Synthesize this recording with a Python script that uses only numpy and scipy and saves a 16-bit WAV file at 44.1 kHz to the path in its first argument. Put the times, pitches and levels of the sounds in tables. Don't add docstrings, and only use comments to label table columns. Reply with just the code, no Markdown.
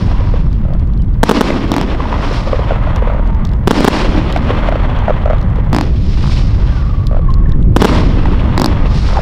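import sys
import numpy as np
from scipy import signal
from scipy.io import wavfile
from scipy.ndimage import uniform_filter1d

SR = 44100
rng = np.random.default_rng(int(sys.argv[2]) if len(sys.argv) > 2 else 0)


def attenuation_scalar(level_db):
    decades = np.asarray(level_db, float) / 20
    return 10 ** decades


def wav_out(sig):
    wavfile.write(sys.argv[1], SR, np.round(np.clip(np.atleast_2d(sig).T, -1, 1) * 32767).astype(np.int16))


N = 406161
TIME = np.arange(N) / SR

# start_s [s], overdrive_db [dB], ground_bounce_ms [ms]
BURSTS = [(1.2315, 9, 4.5), (1.2328, 13, 4.4), (1.2936, 14, 4.4), (1.3118, 12, 4.7), (1.4095, 13, 4.7),
          (3.6742, 14, 5.2), (3.7089, 14, 4.4), (3.8065, 0, .4), (3.8454, 12, 5.1), (3.8776, 14, 3.6),
          (3.8824, 7, 2.8), (7.7638, 14, 4.0), (7.8189, 15, 4.8), (7.8458, 11, 4.9), (7.8507, 11, 4.4)]
# start_s [s], overdrive_db [dB], crack_db [dB]
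LIFTS = [(1.7173, 1, -12), (1.7403, -3, -24), (1.7647, -1, -17), (1.7821, -2, -22), (1.8131, -2, -20),
         (5.7304, -2, -19), (5.7474, -2, -19), (5.7642, -1, -14), (5.7855, -1, -22), (5.8110, -2, -18),
         (8.5781, 0, -10), (8.5978, 0, -14), (8.6174, 1, -6), (8.6434, 1, -6), (8.6596, -1, -10)]


def unit(x):
    return x / np.sqrt(np.mean(x ** 2) + 1e-20)


def drift(rate):
    pole = np.exp(-2 * np.pi * 20 * rate / SR)
    noise = rng.standard_normal(N // 20 + 3002)
    slow = signal.lfilter([1], [1, -2 * pole, pole * pole], noise)[3000:]
    return np.interp(np.arange(N) / 20, np.arange(len(slow)), unit(slow))


def band(x, low_hz, high_hz):
    sos = signal.butter(2, [low_hz, min(high_hz, .45 * SR)], "band", fs=SR, output="sos")
    return signal.sosfilt(sos, x)


def bank(spectrum, source, patchy_db, rate):
    hz, db = np.transpose([point for point in spectrum if point[1] > -55])
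    edges = hz[0] * 2 ** np.arange(0, np.log2(hz[-1] / hz[0]) + .2, 1 / 3)
    out = 0
    for k, (low, high) in enumerate(zip(edges, edges[1:])):
        level_db = np.interp(np.log(low * high) / 2, np.log(hz), db)
        flicker = 3.5 + patchy_db / 9 * drift(rate)
        out = out + attenuation_scalar(level_db) * flicker * band(source[k % 2], low, high)
    return unit(out)


def scatter(per_s, spread_db, smooth):
    clicks = (rng.random((2, N)) < per_s / SR) * rng.choice([-1, 1], (2, N))
    sizes = attenuation_scalar(spread_db * np.minimum(rng.exponential(1, (2, N)), 4))
    return unit(clicks * sizes) + smooth * rng.standard_normal((2, N))


def add(out, s, pulse):
    i = round(s * SR)
    out[i:i + len(pulse)] += pulse[:N - i]


def shock(swing_hz, decay_s, lead):
    t = TIME[:1400]
    return -np.cos(2 * np.pi * swing_hz * t + lead) * np.exp(-t / decay_s)


def roll(t):
    # start_s [s], level_db [dB]
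    roar_tables = [
        [(0, -33.5), (.3, -32), (.52, -41), (.68, -38.5), (1.07, -43.5), (1.228, -39)],
        [(1.24, -21.5), (1.4, -20.5), (1.62, -26), (1.9, -26.5), (2.25, -24.5), (2.4, -26.5), (3.1, -25),
         (3.25, -31.5), (3.67, -34.5)],
        [(3.69, -26), (3.73, -19), (4.02, -17.5), (4.07, -23), (4.27, -26), (4.65, -21.5), (4.78, -24.5),
         (5.2, -28), (5.725, -31.5)],
        [(5.74, -31), (5.93, -45.5), (6.08, -37.5), (6.3, -33), (6.76, -33.5), (7.03, -40), (7.3, -38.5),
         (7.55, -39), (7.76, -45.5)],
        [(7.772, -33), (7.81, -18.5), (7.93, -17.5), (8.1, -28), (8.3, -27.5), (8.52, -26.5), (8.82, -26.5),
         (9.0, -32), (9.21, -24.5)],
    ]
    last_shot_s = np.array([-.65, 1.41, 3.88, 5.81, 7.85])
    s, db = np.transpose(sum(map(list, roar_tables), []))
    volley = np.searchsorted([rows[0][0] for rows in roar_tables], t, "right") - 1
    return np.interp(t, s, db), np.maximum(t - last_shot_s[volley], 0), volley


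def levels():
    # start_s [s], level_db [dB]
    gust_levels = [(0.0, -5), (0.1, -9.5), (1.2, -10.5), (1.33, -18), (2.49, -13.5), (3.23, -10.5),
                   (3.39, -9), (3.9, -14.5), (4.1, -10.5), (4.21, -13.5), (6.64, -7.5), (6.69, -9.5),
                   (6.8, -13), (7.67, -3.5), (7.77, -5), (8.03, -7.5), (9.11, -9), (9.21, -12)]
    # fresh_db [dB], loss_db_per_s [dB/s]
    absorption = [
        (-6.5, 5),
        (-10.5, 22),
    ]
    # loudest_s [s], spark_db [dB], swell_db_per_s [dB/s]
    comet_tails = [(0, -41, 30.), (.28, -48.5, 49), (2.36, -35.5, 39), (6.1, -41.5, 68), (6.31, -33.5, 72),
                   (6.76, -45, 58), (8.96, -34.5, 147), (9.1, -36.5, 60.)]
    boom_db, boom_loss_db_per_s = np.array([-34.5, -15, -15.5, -24, -15]), 11.5
    flash_db, flash_s = [-14.5, -23, -30.5, -36.5], 0.031
    burn_out_db_per_s = 47.5

    t = TIME[::32]
    roar_db, age_s, volley = roll(t)
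    over_db = roar_db + 21
    wind_gain = attenuation_scalar(np.interp(t, *np.transpose(gust_levels)) + 2 - 1.1 * np.maximum(over_db, 0))
    boom_power = attenuation_scalar(boom_db[volley] - boom_loss_db_per_s * age_s + 0.19 * over_db) ** 2
    sizzle_power, spark_power = [attenuation_scalar(roar_db + db - loss * age_s) ** 2 for db, loss in absorption]
    flash = np.max([(t > s) * np.exp(-np.abs(t - s) / flash_s) for s, _, _ in LIFTS], axis=0)
    comet_power = 0
    for s, db, swell in comet_tails:
        fall_db = np.maximum(swell * (s - t), burn_out_db_per_s * (t - s))
        comet_power = comet_power + attenuation_scalar(db - fall_db) ** 2
    power = [boom_power + (attenuation_scalar(-25) * wind_gain) ** 2,
             attenuation_scalar(roar_db) ** 2,
             sizzle_power + attenuation_scalar(0.5) ** 2 * comet_power,
             spark_power + comet_power + attenuation_scalar(-70) ** 2]
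    echo = [np.sqrt(p + attenuation_scalar(db) ** 2 * flash) for p, db in zip(power, flash_db)]
    air_gain = attenuation_scalar(-54.5) * (echo[3] / attenuation_scalar(-35.5)) ** 1.6
    return [np.interp(TIME, t, gain) for gain in (wind_gain, *echo, air_gain)]


def wind():
    # pitch_hz [Hz], level_db [dB per Hz]
    wind_spectrum = [(7.1, -39), (12, 0), (38, 2.5), (140, -10), (225, -19), (298, -56.5), (357, -62),
                     (420, -53), (550, -57), (920, -120)]
    rumble = bank(wind_spectrum, rng.standard_normal((2, N)), patchy_db=5.0, rate=1.8)
    return rumble / np.sqrt(uniform_filter1d(rumble ** 2, size=4000) + .1) ** .5


def boom(lumps, echoes):
    # pitch_hz [Hz], level_db [dB per Hz]
    boom_spectrum = [(100, -40), (170, 2), (286, 2.5), (382, -4), (470, -12.5), (610, -26.5), (1030, -120)]
    return attenuation_scalar(0.32 * lumps) * bank(boom_spectrum, echoes, patchy_db=5.5, rate=10.0)


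def roar(lumps, echoes):
    # pitch_hz [Hz], level_db [dB per Hz]
    roar_spectrum = [(250, -48.5), (430, -7), (521, 5), (579, -1.5), (774, -3), (1140, -2), (1600, -12.5),
                     (2080, -9.5), (3520, -120)]
    # pitch_hz [Hz], width_hz [Hz], level_db [dB]
    railing_bands = [
        (966, 210, -16.5),
        (2002, 250, -16),
    ]
    out = attenuation_scalar(1.6 * lumps) * bank(roar_spectrum, echoes, patchy_db=1.4, rate=25)
    for hz, width, db in railing_bands:
        out = out + attenuation_scalar(db) * unit(band(echoes[1], hz - width / 2, hz + width / 2))
    return out


def hiss(lumps):
    # pitch_hz [Hz], level_db [dB per Hz]
    sizzle_spectrum = [(1400, -5), (1700, -12), (2500, -6.5), (3400, -8.5), (4000, -21)]
    # pitch_hz [Hz], level_db [dB per Hz]
    spark_spectrum = [(3500, 4.5), (4000, -2), (4800, 2), (5600, -6.5), (7000, -23), (8500, -18.5)]
    # pitch_hz [Hz], level_db [dB per Hz]
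    air_spectrum = [(6500, 2), (7500, -5), (9000, -12), (12000, -36.5), (16000, -25.5)]
    sparks = scatter(4000., 3.5, 0.67)
    sizzle = attenuation_scalar(2.5 * lumps) * bank(sizzle_spectrum, sparks, patchy_db=-2.0, rate=27.0)
    spark = attenuation_scalar(1.3 * lumps) * bank(spark_spectrum, sparks, patchy_db=1.1, rate=25)
    air = attenuation_scalar(1.1 * lumps) * bank(air_spectrum, scatter(1200., 3.0, .7), patchy_db=-2.5, rate=25.)
    return sizzle, spark, air


def field():
    lumps, echoes = drift(24), scatter(1500., 6.45, 1.0)
    layers = (wind(), boom(lumps, echoes), roar(lumps, echoes), *hiss(lumps))
    gusts, *echo = [unit(x) * gain for x, gain in zip(layers, levels())]
    return .85 * np.tanh(gusts / .85) + sum(echo)


def ducking():
    dip_db = np.zeros(N)
    for s, db, _ in BURSTS + LIFTS:
        depth_db = 10 * attenuation_scalar(.5 * (db - 14))
        add(dip_db, s + .001, depth_db * np.exp(-TIME[:12000] / .022))
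    return attenuation_scalar(-np.minimum(dip_db, 16))


def whistles():
    # start_s [s], length_s [s], pitch_hz [Hz], sink_hz_per_s [Hz/s], level_db [dB]
    railing_tones = [(0, 0.41, 989, 133, -38.5), (.985, 0.052, 3120, 3000., -50),
                     (2.05, 0.38, 998, 178, -37), (2.94, 0.46, 989, 201, -35),
                     (6.68, 0.28, 1655, 1890, -42.5), (6.72, 0.46, 1172, 61.6, -41.5),
                     (7.277, .05, 1076, 100., -25.5), (7.203, .37, 1127, 151.5, -40.5)]
    swell_share, end_loss_db = 0.11, 2
    out, broken, waver = np.zeros(N), drift(40) + 1.3, 1 + .014 * drift(35)
    for start, length, top_hz, sink, top_db in railing_tones:
        s = start + length * np.array([0, swell_share, 1])
        hz = top_hz - sink * (s - start)
        db = top_db - end_loss_db * np.array([1, 0, 1])
        on = slice(round(s[0] * SR), round(s[-1] * SR))
        t = TIME[on]
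        phase = 2 * np.pi * np.cumsum(np.interp(t, s, hz) * waver[on]) / SR
        fade = np.clip(np.minimum(t - s[0], s[-1] - t) / 0.013, 0, 1)
        out[on] += fade * attenuation_scalar(np.interp(t, s, db)) * np.sin(phase)
    return out * broken


def ticks():
    # start_s [s], peak_db [dB]
    debris = [(0.529, -30.5), (0.736, -33), (.7961, -34.5), (.9357, -35), (0.976, -35), (1.0201, -33),
              (2.9608, -17.5), (3.2744, -32.5), (3.347, -33), (3.451, -18), (3.471, -28.5), (3.491, -31),
              (3.5349, -27.5), (4.1629, -32), (4.325, -14.5), (4.374, -19), (4.362, -24), (4.6894, -32),
              (4.989, -30), (5.302, -40), (5.3836, -33), (5.4136, -30), (5.427, -31), (5.5593, -32),
              (7.069, -16), (7.3045, -30), (7.34, -22.5), (7.4931, -30), (7.5203, -27), (7.6271, -34)]
    specks_per_s, speck_db = 26, -49
    out, t = np.zeros(N), TIME[:1800]
    chances = rng.random((round(specks_per_s * N / SR), 2))
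    impacts = debris + [(N / SR * u, speck_db + 12 * v ** 2) for u, v in chances]
    snaps = unit(band(rng.standard_normal((len(impacts), 1800)), 2600.0, 5930.0))
    for (s, db), snap in zip(impacts, snaps):
        noise = rng.standard_normal(1800)
        scrap_hz = 3560 * (1 + 0.052 * rng.exponential())
        click = unit(band(noise, .8 * scrap_hz, 1.25 * scrap_hz)) + .6 * snap + .2 * noise
        add(out, s, attenuation_scalar(db - 3 - 60 * t / .011) * click)
    grit = (rng.random(N) < 70 / SR) * attenuation_scalar(-43 + 5 * rng.standard_normal(N))
    return out + band(grit, 3000., 8000.)


def knocks():
    per_s, over_roar_db = 40, 8.5
    sizes = attenuation_scalar(over_roar_db + roll(TIME)[0] + 3.6 * rng.standard_normal(N))
    hits = (rng.random(N) < per_s / SR) * sizes
    return band(signal.fftconvolve(hits, shock(500., 0.00079, 0))[:N], 450.0, 3000.)


def pops():
    # start_s [s], peak_db [dB], ring_hz
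    # [Hz]
    wall_echoes = [(.08, -19.5, 760), (.113, -18, 760), (0.207, -18, 533), (.339, -10.5, 497),
                   (1.369, -10, 493), (1.503, -9, 600), (1.946, -13, 706), (2.31, -9.5, 473),
                   (2.53, -1.5, 550), (2.544, -9, 510), (2.592, -7.5, 510), (2.707, -5.5, 670),
                   (2.719, -8, 520), (2.873, -10, 660), (3.023, -8, 490), (3.073, -10.5, 540),
                   (4.361, -5, 730), (4.504, -5, 506), (4.687, -3, 625), (4.723, -6.5, 676),
                   (4.756, -7, 590), (5.081, -2.5, 670), (5.096, -3.5, 600), (5.105, -1.5, 570),
                   (5.258, -3, 610), (5.276, -11, 640), (5.3, -5.5, 604), (5.308, -5.5, 640),
                   (5.332, -7, 656), (9.189, -6, 653),
                   (.147, -20, 985), (2.003, -10, 1080), (2.054, -11, 940), (2.126, -7.5, 970),
                   (2.14, -11, 1010), (2.188, -19, 606), (2.472, -14, 560), (2.947, -23, 956),
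                   (4.374, -17, 716), (5.022, -15, 900), (5.585, -13.5, 470), (7.278, -34, 1730),
                   (7.458, -27, 1800), (7.498, -32, 1810), (7.534, -29, 1800), (8.255, -9, 900),
                   (9.13, -15, 616), (9.15, -15, 1120), (9.17, -4.5, 830), (9.179, -11, 850)]
    early_lifts_s, early_lift_db = [-.73, -.698, -.677, -.655, -.632], -7
    far_wall_s, far_wall_db, far_wall_hz = 1.3815, -12.5, 574
    overtone_loss_db_per_s = 22.5

    out, t = np.zeros(N), TIME[:1800]
    front = band(shock(700., 0.0011, 0), 650., 3200.)
    swell = t / 0.0027 * np.exp(1 - t / 0.0018)
    shots = [(s, early_lift_db) for s in early_lifts_s] + [(s, db) for s, db, _ in LIFTS[:10]]
    returns = [(s + far_wall_s, db + far_wall_db, far_wall_hz * rng.uniform(.93, 1.12)) for s, db in shots]
    for s, db, hz in wall_echoes + returns:
        overtone_db = min(-overtone_loss_db_per_s * roll(s)[1], -6) - 2.5
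        ring = np.sin(2 * np.pi * hz * t * (1 - 2.67 * t) + rng.uniform(0, 2 * np.pi))
        if hz < 800:
            ring = ring + attenuation_scalar(-12.5) * np.sin(2 * np.pi * 2.1 * hz * t)
        rough = unit(band(rng.standard_normal(1800), 1400.0, 2540.0))
        add(out, s, attenuation_scalar(db + 2.5) * swell * (ring + attenuation_scalar(overtone_db) * rough))
        add(out, s, attenuation_scalar(db - 5.5) * front)
    return out


def lifts():
    out, t = np.zeros(N), TIME[:1400]
    muzzle = band(1.4 * shock(800, .00065, -.5), 30, 5500)
    push = shock(275, .0024, np.pi / 2)
    slap = band(muzzle, 900., 1600.0)
    for k, (s, db, crack_db) in enumerate(LIFTS):
        port_ring = unit(band(rng.standard_normal(1400), 3500.0, 5320.0)) * np.exp(-t / 0.0011)
        crack = band(rng.standard_normal(1400), 6000., 15000.) * np.exp(-t / 0.00054)
        add(out, s, attenuation_scalar(db) * muzzle)
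        add(out, s + 0.00127, attenuation_scalar(db + 1.5) * push)
        add(out, s + 0.00016, attenuation_scalar(crack_db + 2.5) * port_ring)
        add(out, s + 0.00013, attenuation_scalar(crack_db - 3.5) * crack)
        add(out, s + .5106, attenuation_scalar(db - 6.5 - 1.2 * (k % 5)) * slap)
    return out


def bursts():
    out, t = np.zeros(N), TIME[:1400]
    direct, bounce = shock(290, .00095, .75), shock(310, .0008, .7)
    for s, db, bounce_ms in BURSTS:
        wake = band(rng.standard_normal(1400), 500, 5500) * np.exp(-t / .005)
        tail = band(rng.standard_normal(8000), 4000., 10000.) * np.exp(-TIME[:8000] / 0.082)
        add(out, s, attenuation_scalar(db + 11) * direct)
        add(out, s + bounce_ms / 1000, attenuation_scalar(db + 5) * bounce)
        add(out, s + .002, attenuation_scalar(db - 28) * wake)
        add(out, s, attenuation_scalar(db - 57) * tail)
    return out


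def scene():
    steady = ducking() * field() + pops() + knocks() + ticks() + whistles()
    mono = steady + bursts() + lifts()
    return np.array([mono, mono])


def low_pass(x):
    return signal.sosfilt(signal.butter(12, 16510, fs=SR, output="sos"), x)


def record(dry):
    # pitch_hz [Hz], level_db [dB rms]
    whine_lines = [(15525, -83), (15575, -69), (15625, -74.5), (15675, -75), (15725, -84.5)]
    x = np.clip(dry[0], -.94, .94)
    x = signal.sosfilt(signal.butter(1, 12., "high", fs=SR, output="sos"), x)
    x = x + attenuation_scalar(-70.5) * unit(band(rng.standard_normal(N), 5000., 15000.0))
    x = x + sum(attenuation_scalar(db + 3) * np.sin(2 * np.pi * hz * TIME) for hz, db in whine_lines)
    x = x + attenuation_scalar(-66.5) * unit(band(rng.standard_normal(N), 15450., 15800.))
    side = attenuation_scalar(-40) * (x + np.abs(x) * rng.standard_normal(N) * .03)
    top_cut = signal.cheby2(10, 50, 16400, fs=SR, output="sos")
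    mix = signal.sosfilt(top_cut, [x - side, x + side])
    return low_pass(np.clip(mix, -1, 1))


dry = scene()
out = record(dry)
wav_out(out)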